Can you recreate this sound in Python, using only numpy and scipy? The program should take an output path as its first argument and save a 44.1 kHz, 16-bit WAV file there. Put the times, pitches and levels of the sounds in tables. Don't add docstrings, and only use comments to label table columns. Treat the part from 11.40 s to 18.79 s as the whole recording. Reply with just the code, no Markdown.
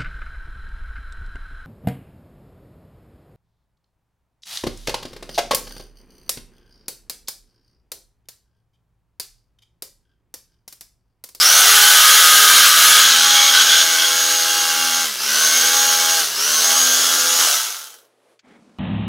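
import sys
import numpy as np
from scipy import signal
from scipy.fft import rfft, irfft, next_fast_len
from scipy.io import wavfile
from scipy.ndimage import uniform_filter1d, minimum_filter1d

SR = 44100
rng = np.random.default_rng(int(sys.argv[2]) if len(sys.argv) > 2 else 0)


def unload_wav(signal):
    wavfile.write(
        sys.argv[1],
        SR,
        np.round(np.clip(np.atleast_2d(signal).T, -1, 1) * 32767).astype(np.int16),
    )


N = 325744
TIME = np.arange(N) / SR
SIZE = next_fast_len(N + SR // 2)
HZ = np.maximum(np.arange(SIZE // 2 + 1) * SR / SIZE, 1)


def from_db(db):
    return 10 ** (np.asarray(db) / 20)


def rms_one(x):
    return x / np.sqrt(np.mean(x ** 2) + 1e-20)


def local_power(x):
    return np.abs(uniform_filter1d(x ** 2, size=4001))


def evened(x):
    return x / np.sqrt(local_power(x) + 1e-12)


def in_time(rows):
    seconds, values = np.transpose(rows)
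    return np.interp(TIME, seconds, values)


def held(start, end, ramp_s):
    return np.clip(np.minimum(TIME - start, end - TIME) / ramp_s + .5, 0, 1)


def colour(points):
    hz, db = np.transpose(points)
    return from_db(np.interp(np.log(HZ), np.log(hz), db))


def filtered(x, gain):
    return irfft(rfft(x, SIZE) * gain, SIZE)[:N]


def slow_noise(rate_hz):
    return rms_one(filtered(rng.standard_normal(N), 1 / (1 + (HZ / rate_hz) ** 2)))


def noise(points):
    return rms_one(filtered(rng.standard_normal(N), colour(points)))


# (pressed [s], released [s], share of full speed lost while released [1/s])
TRIGGER_PRESSES = [(-.205, 3.625, 1.8), (3.775, 4.8, 1.85), (4.94, 6.02, 1.36)]
SPIN_UP_S = .145


def trigger():
    pace, powered = np.zeros(N), 0
    for pressed, released, braking in TRIGGER_PRESSES:
        lacking = 1 - np.interp(pressed, TIME, pace)
        time_driven = np.clip(TIME - pressed, 0, released - pressed)
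        driven = 1 - lacking * np.exp(-time_driven / SPIN_UP_S)
        slowed = driven - braking * np.maximum(TIME - released, 0)
        pace = np.where(TIME < pressed, pace, slowed)
        powered = powered + held(pressed, released + 0.042, ramp_s=0.051)
    return np.maximum(pace, .01), powered


# (time [s], blade stroke rate [Hz])
CRUISE_SPEED = [(.4, 83.5), (1.35, 83.3), (1.6, 83.65), (1.77, 82.6), (2.08, 81.9), (2.25, 82.9),
                (2.45, 82.8), (2.62, 82.2), (2.78, 82.7), (3.2, 81.9), (3.63, 82.3), (4.55, 82.7),
                (4.81, 81.9), (5.3, 83.5), (6.02, 84.3)]


def stroke_count(pace):
    stroke_hz = in_time(CRUISE_SPEED) * pace * (1 + .0012 * slow_noise(14))
    return np.cumsum(stroke_hz) / SR


BITE_S, BITE_TAKES_S = 1.613, 0.22


def seated():
    return held(BITE_S, np.inf, BITE_TAKES_S)


def depth():
    return np.interp(TIME, [1.5, 2.7, 5.95, 6.15], [0, 1, 1, 0])


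def knocks(turn, jitter_s, uneven_db, count=16):
    strokes = np.arange(int(turn[-1]))[:, None]
    places = (np.arange(count) + rng.random(count)) / count
    when = np.interp(strokes + places, turn, TIME)
    when = when + jitter_s * rng.standard_normal(when.shape)
    direction = rng.choice([-1, 1], count)
    impulse = direction * from_db(uneven_db * rng.uniform(-0.43, 1, when.shape))
    sample = np.clip(np.round(when * SR).astype(int), 0, N - 1)
    return rms_one(np.bincount(sample.ravel(), impulse.ravel(), N))


def smeared(x, ring_s):
    shell = rfft(rng.standard_normal(N) * np.exp(-TIME / ring_s), SIZE)
    return filtered(x, shell / np.abs(shell))


def contacts(turn, pace, rub_db, high_rub_db, reversal_db, stroke_db, flutter_db, loose_db):
    angle = 2 * np.pi * turn
    pulse_db = reversal_db * np.cos(2 * angle) + stroke_db * (np.cos(angle) + np.cos(4 * angle))
    slow_emphasis = 1 + 0.5 * (1.5 - pace)
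    pressure = from_db(pulse_db * slow_emphasis + flutter_db * slow_noise(25))
    hits = smeared(pressure * knocks(turn, jitter_s=.000045, uneven_db=3.5), ring_s=.0009)
    chatter = pace * from_db(loose_db * (1 - depth()))
    friction = pressure * chatter * rng.standard_normal(N)
    rub = filtered(friction, colour([(300, rub_db), (8000, high_rub_db)]))
    return hits + rub


def room(x, t60, wet_db, count=6):
    wet = 0
    for _ in range(count):
        echoes = rng.standard_normal(N) * from_db(-60 * TIME / t60) * (TIME > .003)
        response = rfft(echoes / np.linalg.norm(echoes), SIZE)
        wet = wet + slow_noise(1.0) * filtered(x, response)
    return x + from_db(wet_db) * evened(wet) * np.sqrt(local_power(x))


# (from [Hz], to [Hz], loose level [dB], seated level at the bite [dB], later change [dB/s],
#  share of a clash [1], power of speed [1])
RATTLE_BANDS = [(213, 1020, -29.5, -35.5, 0.28, .1, 2.4), (1035, 2390, -18, -25, -0.81, 0.67, 2.9),
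                (2454, 4750, -14.5, -19.5, -0.92, .7, 2.82), (5130, 7470, -17.5, -21.5, 0.22, .4, 3.1),
                (7630, 20400, -15, -23.5, 0, .1, 2.6)]
# (frequency [Hz], relative level [dB])
AIR_COLOUR = [(70, -44), (150, -32.5), (280, -27), (420, -20), (700, -13), (1000, -13), (1300, 2.5),
              (1800, 1.5), (2500, -5), (3100, 3.5), (4500, -4.5), (6500, 2.5), (7300, -5), (11000, 1.5),
              (15500, -4)]
FOAM_COLOUR = [(70, -38), (150, -13), (280, -11), (420, -5.5), (650, -1.5), (1000, -4.5), (1300, 2),
               (1800, 2), (2400, -5.5), (3000, -0.5), (4500, -5.5), (6300, 0.5), (7300, -7), (11000, 2),
               (15500, -3)]
# (centre [Hz], width [Hz], relative level [dB])
BODY_RESONANCES = [(1290, 200, 2.5), (1553, 230, 6.5), (1832, 120, -3.5), (2140, 100, 2), (2500, 210, -2.5),
                   (2790, 100, -0.5), (3530, 350, 0.5), (4320, 640, 4), (4635, 250, -2.5), (4790, 200, 3),
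                   (6600, 380, -2), (7890, 230, 4), (8450, 720, -5), (9110, 410, 6), (12600, 1400, -1.5),
                   (14000, 1100, 4)]
# (time [s], level [dB])
CONTACT_FORCE = [(0, 0), (.75, 0.5), (1.27, -1), (1.34, -2.5), (1.43, 0), (2.4, -0.5), (2.5, -1.6),
                 (3, -2.45), (3.7, -4), (4.02, 1), (4.3, 0.1), (4.8, -1.5), (5.25, .7), (5.6, 0),
                 (5.92, -1.5), (6.04, 3), (6.12, 5), (6.35, 2.5), (6.55, 3.5)]
# (start [s], end [s], added level before the band's share [dB])
BLADE_CLASHES = [(0.7, .8, 0.5), (1.126, 1.293, 2.5), (1.542, 1.724, 4), (1.7, 2.088, 5), (2.125, 2.234, 8),
                 (2.259, 2.428, 5.5), (2.493, 2.66, 1.5)]


def rattle(force, pace):
    body_db = sum(db / (1 + (2 * (HZ - hz) / width) ** 2) for hz, width, db in BODY_RESONANCES)
    sound = rfft(room(force, t60=0.29, wet_db=0.5), SIZE) * from_db(body_db)
    in_air, in_foam = sound * colour(AIR_COLOUR), sound * colour(FOAM_COLOUR)
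    sunk, seat = depth(), seated()
    force_db = in_time(CONTACT_FORCE)
    clash_db = sum(db * held(start, end, ramp_s=0.03) for start, end, db in BLADE_CLASHES)
    out = 0
    for low, high, loose_db, seated_db, db_per_s, clash_share, power in RATTLE_BANDS:
        band = 1 / np.sqrt((1 + (low / HZ) ** 16) * (1 + (HZ / high) ** 16))
        air_part = irfft(in_air * band, SIZE)[:N]
        foam_part = irfft(in_foam * band, SIZE)[:N]
        part = (1 - sunk) * air_part + sunk * foam_part
        cutting_db = seated_db + db_per_s * (TIME - BITE_S)
        db = loose_db + seat * (cutting_db - loose_db) + force_db + clash_share * clash_db
        out = out + pace ** power * from_db(db) * evened(part)
    return out


# (start [s], end [s], frequency [Hz], width [Hz], level
# [dB])
RINGING_MODES = [(0.043, 0.29, 680, 400, -30.5), (0.385, 0.526, 1507, 90, -23),
                 (1.955, 2.1, 2250, 250, -26.5), (2.146, 2.226, 1513, 130.4, -18.5),
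                 (2.275, 2.427, 3370, 700, -18), (2.312, 2.4, 1514, 130, -22.5),
                 (2.483, 2.69, 1495, 110, -27), (2.85, 3.62, 2830, 130, -33.5),
                 (3.87, 4.32, 1528, 110, -27), (4.15, 4.21, 6470, 400, -19), (5.2, 5.38, 656, 300, -39),
                 (5.448, 6.448, 1366, 149, -35.5), (6.05, 6.142, 680, 399, -35.5)]


def rings(force, pace):
    out = 0
    for start, end, hz, width_hz, db in RINGING_MODES:
        radius = np.exp(-np.pi * width_hz / SR)
        zeros = [1, 0.0026, -1]
        poles = [1, -2 * radius * np.cos(2 * np.pi * hz / SR), radius * radius]
        once = signal.lfilter(zeros, poles, force)
        twice = signal.lfilter(zeros, poles, once)
        out = out + from_db(db) * held(start, end, ramp_s=0.054) * evened(twice)
    return pace ** 2.3 * out


def tone(turn, order, waver_db):
    sine = np.sqrt(2) * np.sin(2 * np.pi * (round(order) * turn + rng.random()))
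    return sine * from_db(waver_db * np.tanh(slow_noise(6.8)))


# (start [s], end [s], level [dB])
STEEL_SQUEALS = [(1.497, 1.698, -25), (1.857, 2.2, -24), (2.557, 2.68, -27), (5.3, 5.764, -39)]
SONG_START_S, SONG_END_S = .57, 1.68
SONG_DB, SONG_FADE_DB_PER_S = -19, 7


def blade_tones(turn):
    song_db = SONG_DB - SONG_FADE_DB_PER_S * (TIME - SONG_START_S)
    song = held(SONG_START_S, SONG_END_S, ramp_s=0.064) * from_db(song_db)
    bursts = sum(from_db(db) * held(start, end, ramp_s=0.054) for start, end, db in STEEL_SQUEALS)
    squeal = from_db(-34.5) + bursts
    beads = from_db(9.6 * np.tanh(slow_noise(90)) - 2.5)
    rough_turn = turn + .0035 * slow_noise(70)
    singing = song * tone(turn, order=15, waver_db=3.5)
    return singing + squeal * beads * tone(rough_turn, order=40, waver_db=4.5)


# (multiple of the stroke, rounded when played [1], loose level [dB], seated level [dB])
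WHINE_ORDERS = [(60, -33, -41), (77.3, -37.5, -30), (79.6, -26, -24), (84, -37, -37.5), (120.7, -28.5, -41)]


def whine(turn, pace):
    shaky_turn = turn + (0.00096 + 0.013 * (1 - pace)) * slow_noise(70)
    seat, tones = seated(), 0
    for order, loose_db, seated_db in WHINE_ORDERS:
        level = from_db(loose_db + seat * (seated_db - loose_db))
        tones = tones + level * tone(shaky_turn, order, waver_db=6.5)
    return pace ** 3 * from_db(1.7 * in_time(CONTACT_FORCE)) * tones


def spin_up(turn, pace, order, width_hz, db, foam_db):
    rasp = slow_noise(width_hz)
    current = np.sqrt(np.clip(1 - pace - .025, 0, .1))
    whistle = np.sqrt(2) * np.sin(2 * np.pi * order * turn)
    return from_db(db + foam_db * depth()) * current * rasp * whistle


# (multiple of the stroke, rounded when played [1], level in air [dB], level in foam [dB])
HUM_ORDERS = [(1, -87.5, -73), (1.995, -70, -61), (4, -66, -51.5), (5, -43.5, -58), (6, -52.5, -55),
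              (7, -48, -53), (14, -37, -51), (16, -47, -52.5), (17, -42.5, -36.5), (18, -28.5, -57),
              (19, -33, -36.5), (20, -35, -44.5), (34, -41, -40.5), (36, -33.5, -43)]
# (time [s], level [dB])
DRONE_LEVEL = [(.25, -35), (.46, -27.5), (.62, -42.5), (1.55, -48), (1.85, -29), (2.03, -27.5),
               (2.15, -35.5), (2.85, -36), (3.1, -32.5), (3.62, -33.5), (3.75, -42), (4.05, -47),
               (4.38, -28), (4.8, -31), (5.1, -45.5), (5.34, -27.5), (5.5, -48), (5.95, -36)]
THRUM_LEVEL = [(.6, -67), (1, -48.5), (2, -49), (2.25, -58), (3.15, -62), (3.45, -45), (3.8, -55.5),
               (4.22, -48), (4.45, -54), (4.8, -60), (5.4, -46.5), (5.92, -48)]


def motor(turn, pace, powered):
    sunk = depth()
    load = np.interp(TIME, [5.85, 6.08], [1, 0])
    thrum = load * pace ** 2 * from_db(in_time(THRUM_LEVEL)) * tone(turn, order=3, waver_db=2.5)
    hum = 0
    for order, air_db, foam_db in HUM_ORDERS:
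        drive = powered * pace ** 4 if order > 2 else load * pace
        level = from_db(air_db + sunk * (foam_db - air_db))
        hum = hum + drive * level * tone(turn, order, waver_db=5.5)
    drone = pace ** 8 * from_db(in_time(DRONE_LEVEL)) * tone(turn, order=10, waver_db=1.0)
    whistle = spin_up(turn, pace, order=79, width_hz=350, db=-3.5, foam_db=-16)
    driven_tones = drone + pace ** 8 * blade_tones(turn) + load * whine(turn, pace) + whistle
    return thrum + hum + powered * driven_tones


# (time [s], decay time constant [s], level before its envelope [dB])
TICK_EVENT = (6.993, 0.0069, -47.5)
# (frequency [Hz], relative level [dB])
TICK_SPECTRUM = [(700, -23.5), (1600, 1), (3000, 1), (6500, -1), (8000, -12), (10000, -30)]


def tick():
    start, decay_s, db = TICK_EVENT
    envelope = held(start, np.inf, ramp_s=0.0042) * np.exp(-np.abs(TIME - start) / decay_s)
    return from_db(db) * envelope * noise(TICK_SPECTRUM)


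def grainy_noise(start, end, db, points, grain_db):
    level = from_db(db + grain_db * slow_noise(45))
    return held(start, end, ramp_s=0.0484) * level * noise(points)


# (frequency [Hz], relative level [dB])
RUMBLE_SPECTRUM = [(30, -28.5), (70, -16), (130, -10), (230, 5.5), (350, -4), (600, -11), (1400, -15.5),
                   (1950, -24), (2200, -19.5), (2550, -22), (3500, -25), (4200, -24), (9000, -31),
                   (14000, -51.5)]
BRIGHT_SPECTRUM = [(200, -10), (600, 4), (1800, -1), (2200, 5), (2600, -9), (3500, -7), (4200, -22),
                   (9000, -35)]


def rumble_and_rustle():
    rumble = grainy_noise(7.05, 7.5, -55, RUMBLE_SPECTRUM, grain_db=1.5)
    rustle = grainy_noise(7.035, 7.19, -57.5, BRIGHT_SPECTRUM, grain_db=1.8)
    return rumble + rustle


# (time [s], level [dB])
MURMUR_LEVEL = [(6.5, -59), (6.68, -60), (6.76, -63.5), (6.85, -60.5), (6.93, -57.5), (6.98, -68),
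                (7.02, -78), (7.1, -68)]
# (frequency [Hz], relative level [dB])
MURMUR_SPECTRUM = [(40, -45.5), (150, -25), (300, -10.5), (480, -2), (900, -13), (2000, -19), (3500, -22.5),
                   (7000, -29), (10000, -26), (15000, -43)]
MAINS_HZ, MAINS_DB = 120, -81.5


def background():
    murmur = from_db(in_time(MURMUR_LEVEL)) * noise(MURMUR_SPECTRUM)
    mains = from_db(MAINS_DB) * np.sin(2 * np.pi * MAINS_HZ * TIME)
    return murmur + mains


def scene():
    pace, powered = trigger()
    turn = stroke_count(pace)
    force = contacts(turn, pace, rub_db=-3.5, high_rub_db=1.0, reversal_db=1.5, stroke_db=1.72,
                     flutter_db=0.85, loose_db=12.5)
    coasting = from_db(-1 * (1 - powered))
    knife = coasting * rattle(force, pace) + rings(force, pace) + motor(turn, pace, powered)
    return np.tile(knife + tick() + rumble_and_rustle() + background(), (2, 1))


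def record(dry):
    headroom, ceiling, window, cutoff_hz = 1.9, .95, 45, 15800
    dry = headroom * np.tanh(dry / headroom)
    needed = 1 / np.maximum(np.abs(dry) / ceiling, 1)
    gain = uniform_filter1d(minimum_filter1d(needed, size=window), size=window)
    low_pass = 1 / np.sqrt(1 + (HZ / cutoff_hz) ** 300)
    return np.array([filtered(x, low_pass) for x in dry * gain])


dry = scene()
out = record(dry)
unload_wav(out)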